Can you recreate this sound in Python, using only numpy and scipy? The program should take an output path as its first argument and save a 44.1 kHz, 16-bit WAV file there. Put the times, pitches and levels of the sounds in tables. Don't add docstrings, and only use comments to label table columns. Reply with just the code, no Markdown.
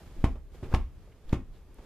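import sys
import numpy as np
from scipy import signal
from scipy.io import wavfile

SR = 44100
rng = np.random.default_rng(int(sys.argv[2]) if len(sys.argv) > 2 else 0)


def digitize_waveform(pressure):
    field = np.atleast_2d(pressure).T
    bounded = np.clip(field, -1, 1)
    quanta = np.round(bounded * 32767).astype(np.int16)
    wavfile.write(sys.argv[1], SR, quanta)


N = 81585
T = np.arange(N) / SR

# (time [s], squeeze [dB], squeeze length [s], swing time [s], rebound [dB],
# rebound length [s], slap [dB], slap lead [s], slap treble [dB], room feed [dB], boom [dB])
IMPACTS = [(0.2423, -13.5, 0.0023, 0.00034, -11, 0.0093, -29.5, 0.0018, -3.5, 0.5, 0.5),
           (0.7394, -17.5, 0.0023, .0013, -10, 0.0087, -31, 0.00041, 0.5, 2.5, 2),
           (1.3305, -13, 0.0018, 0.00059, -12.5, 0.0046, -37, 0.0036, 3.5, 2, -8)]


def from_db(db):
    return 10 ** (np.asarray(db) / 20)


def unit_rms(x):
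    return x / np.sqrt(np.mean(x ** 2) + 1e-20)


def at_hz(points, hz):
    frequencies, values = np.transpose(points)
    return np.interp(np.log(hz), np.log(frequencies), values)


def butterworth(x, order, hz, kind="low"):
    return signal.sosfilt(signal.butter(order, hz, kind, fs=SR, output="sos"), x)


def brighten(x, db, corner_hz=1400):
    low = butterworth(x, 1, corner_hz)
    return low + from_db(db) * (x - low)


def noise_bands():
    # (frequency [Hz], correlation [ratio])
    coherence = [(30, .85), (150, 1), (500, .99), (1000, .94), (2000, 0.76), (4000, 0.28), (8000, 0),
                 (14000, 0.15)]
    edges_hz = 20 * 2 ** (np.arange(21) / 2)
    white = rng.standard_normal((2, 2, N))
    for k, (low, high) in enumerate(zip(edges_hz, edges_hz[1:])):
        mid, side = butterworth(white[k % 2], 2, [low, high], "band")
        hz = np.sqrt(low * high)
        alike = at_hz(coherence, hz)
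        yield hz, np.sqrt((1 + alike) / 2) * mid + np.sqrt((1 - alike) / 2) * side * [[1], [-1]]


def noise(spectrum):
    return unit_rms(sum(from_db(at_hz(spectrum, hz)) * band for hz, band in noise_bands()))


def band_noise(hz, edge_ratio):
    return unit_rms(butterworth(rng.standard_normal(N), 2, [hz / edge_ratio, hz * edge_ratio], "band"))


def grain(depth_db, per_s):
    steps = rng.standard_normal(N)
    return unit_rms(from_db(depth_db * np.interp(T * per_s, np.arange(N), steps)))


def burst(start, attack_s, decay_s):
    age = T - start
    return np.clip(age / attack_s, 0, 1) * np.exp(-np.maximum(age - attack_s, 0) / decay_s)


def ring(start, hz, t60):
    age = np.maximum(T - start, 0)
    return np.sin(2 * np.pi * hz * age) * from_db(-60 * age / t60)


def blows():
    # (frequency [Hz], relative spectral level [dB])
    slap_spectrum = [(100, -13), (280, -2), (550, -6), (950, 2.5), (1500, -16), (2200, -11.5),
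                     (4000, -21.5), (8000, -28), (14000, -41.5)]
    cloth = noise(slap_spectrum) * grain(depth_db=2, per_s=900)
    direct, feed = 0, 0
    for (start, squeeze_db, squeeze_s, swing_s, rebound_db, rebound_s,
         slap_db, lead_s, treble_db, room_db, _) in IMPACTS:
        age = T - start
        swing = np.tanh(age / swing_s)
        height = from_db(squeeze_db) * (1 - swing) / 2 + from_db(rebound_db) * (1 + swing) / 2
        length = np.where(age < 0, squeeze_s, rebound_s)
        thump = -swing * height * np.exp(-np.abs(age / length) ** 3)
        envelope = burst(start - lead_s, attack_s=0.0005, decay_s=0.019)
        slap = from_db(slap_db) * envelope * brighten(cloth, treble_db)
        direct += thump + slap
        feed += from_db(room_db) * (thump + slap.mean(axis=0))
    return direct, feed


def pops_and_snaps():
    # (time [s], level [dB], centre [Hz], bandwidth [Hz])
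    pops = [(.2424, -23.5, 970, 295), (.2424, -25, 2010, 406), (.2424, -28.5, 290, 44),
            (.7405, -25.5, 768, 60), (.7405, -26.5, 534, 53.5), (1.3305, -25, 910, 149),
            (1.3305, -30.5, 2080, 277), (1.3305, -30, 280, 60.6)]
    # (time [s], level [dB], centre [Hz], bandwidth [Hz])
    snaps = [(.2411, -39, 930, 700), (.7478, -15, 2460, 1100), (.7487, -16, 1040, 600)]
    return -sum(from_db(db) * ring(start, hz, t60=np.log(1000) / (np.pi * width))
                for start, db, hz, width in pops + snaps)


def puffs():
    # (time [s], level [dB], length [s])
    swells = [(0.202, -26, 0.013), (0.708, -30.5, 0.02), (1.311, -26.5, 0.021)]
    pressure = 0
    for peak, db, length in swells:
        offset = (T - peak) / length
        pressure += from_db(db) * (1 - offset ** 2) * np.exp(-offset ** 2 / 2)
    return pressure


def bedroom(feed):
    # (delay [s], level [dB])
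    reflections = [(0.0159, -16.5), (0.03, -19.5)]
    # (frequency [Hz], level against the feed [dB])
    tail_spectrum = [(40, -3), (120, -11), (300, -4), (900, -15), (2500, -9), (6000, -15.5), (14000, -11)]
    # (frequency [Hz], time to fall 60 dB [s])
    decay_times = [(60, 0.28), (300, 0.24), (1000, .27), (3000, 0.28), (8000, 0.4), (14000, 0.13)]
    build_up_s = 0.0078
    onset = np.clip(T / build_up_s, 0, 1) ** 2
    response = 0
    for hz, band in noise_bands():
        fade = onset * from_db(-60 * T / at_hz(decay_times, hz))
        response += from_db(at_hz(tail_spectrum, hz)) * band * fade / np.sqrt(np.sum(fade ** 2))
    echoes = sum(from_db(db) * np.interp(T - delay, T, feed) for delay, db in reflections)
    tail = signal.fftconvolve(feed[None], response, axes=1)[:, :N]
    return brighten(echoes, db=-11.5) + tail


def boom(delay_s=0.0055):
    # (frequency [Hz], level [dB], time to fall 60 dB [s])
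    modes = [(31.8, -37, 0.63), (61.8, -26, 0.38), (85, -33, 0.34), (130.8, -40.5, 0.2),
             (186, -34.5, 0.083), (224.5, -34, 0.16), (297, -40.5, 0.24)]
    return sum(from_db(blow_db + db) * ring(start + delay_s, hz, t60)
               for start, *_, blow_db in IMPACTS for hz, db, t60 in modes)


def flaps(attack_s=0.0037):
    # (time [s], level [dB], decay [s], treble [dB])
    events = [(0.353, -40.5, 0.019, 1), (0.544, -56, 0.0041, -1), (0.628, -42, 0.043, 10.5),
              (.714, -36.5, 0.031, 1.5), (1.783, -44.5, 0.018, 4)]
    # (frequency [Hz], relative spectral level [dB])
    spectrum = [(50, 15.5), (140, -4), (350, 0.5), (600, -4), (1100, -14.5), (2000, -23.5), (5000, -36),
                (14000, -47)]
    cloth = noise(spectrum) * grain(depth_db=1, per_s=300)
    return sum(from_db(db) * burst(start, attack_s, decay) * brighten(cloth, treble_db)
               for start, db, decay, treble_db in events)


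def rustle():
    # (time [s], level [dB])
    levels = [(0, -54), (.14, -56), (.22, -55), (.33, -60), (.44, -109), (.51, -66), (0.55, -54),
              (.58, -58.5), (.65, -57), (.69, -57), (.73, -52), (.88, -69.5), (1.02, -63), (1.21, -66.5),
              (1.275, -61), (1.297, -52.5), (1.32, -55), (1.45, -80), (1.558, -61), (1.65, -70),
              (1.85, -56)]
    # (frequency [Hz], relative spectral level [dB])
    spectrum = [(150, 3.5), (400, -2), (900, -8.5), (1700, -14.5), (3200, -17.5), (6000, -22.5),
                (10000, -26.5), (14000, -29)]
    times, db = np.transpose(levels)
    return from_db(np.interp(T, times, db)) * noise(spectrum) * grain(depth_db=1, per_s=150)


def bumps(attack_s=0.004):
    # (time [s], level [dB], centre [Hz], decay [s])
    knocks = [(0.163, -47.5, 198, .035), (0.544, -46, 293, 0.0087), (0.625, -34, 111, 0.03),
              (.627, -41.5, 338, 0.031), (0.994, -58, 122, 0.014), (1.074, -61.5, 390, 0.033),
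              (1.784, -57.5, 287, 0.076)]
    return sum(from_db(db) * burst(start, attack_s, decay) * band_noise(hz, edge_ratio=1.41)
               for start, db, hz, decay in knocks)


def brushes():
    # (time [s], level [dB], centre [Hz], length [s])
    strokes = [(.551, -66.5, 3460, 0.0027), (0.641, -62, 2420, .007), (0.729, -41.5, 1200, 0.0024),
               (1.124, -68, 2260, .006), (1.2948, -52, 3140, 0.001), (1.555, -72.5, 3400, 0.019),
               (1.745, -65.5, 9800, 0.0015), (1.806, -65, 875, 0.0052)]
    return sum(from_db(db) * np.exp(-((T - peak) / length) ** 2 / 2) * band_noise(hz, edge_ratio=1.28)
               for peak, db, hz, length in strokes)


def background(room_tone_db=-62.5):
    # (time [s], level [dB])
    levels = [(0, -48), (.3, -46.5), (.5, -47), (.62, -46.5), (.8, -46.5), (1.0, -47), (1.2, -54.5),
              (1.45, -44), (1.65, -50), (1.85, -58)]
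    # (frequency [Hz], relative spectral level [dB])
    rumble_spectrum = [(20, 5), (55, -3.5), (85, -11), (130, -14.5), (200, -34.5), (400, -46), (1000, -82)]
    # (frequency [Hz], relative spectral level [dB])
    room_spectrum = [(60, 0.5), (130, -3.5), (200, -7.5), (330, -1.5), (600, -13), (1500, -20.5),
                     (4000, -28), (14000, -34.5)]
    times, db = np.transpose(levels)
    rumble = from_db(np.interp(T, times, db)) * noise(rumble_spectrum)
    return rumble + from_db(room_tone_db) * noise(room_spectrum)


def pan(x, left_db):
    return x * from_db([[left_db], [-left_db]])


def scene():
    direct, feed = blows()
    pops = pops_and_snaps()
    hits = direct + pops + puffs() + bedroom(feed + pops) + boom()
    bedding = flaps() + rustle() + bumps() + brushes()
    return pan(hits, left_db=0.06) + pan(bedding + background(), left_db=-0.46)


def record(dry):
    low_hz, high_hz = 12, 14500
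    x = butterworth(dry, 1, low_hz, "high")
    return signal.sosfilt(signal.ellip(10, .2, 80, high_hz, fs=SR, output="sos"), x)


dry = scene()
out = record(dry)
digitize_waveform(out)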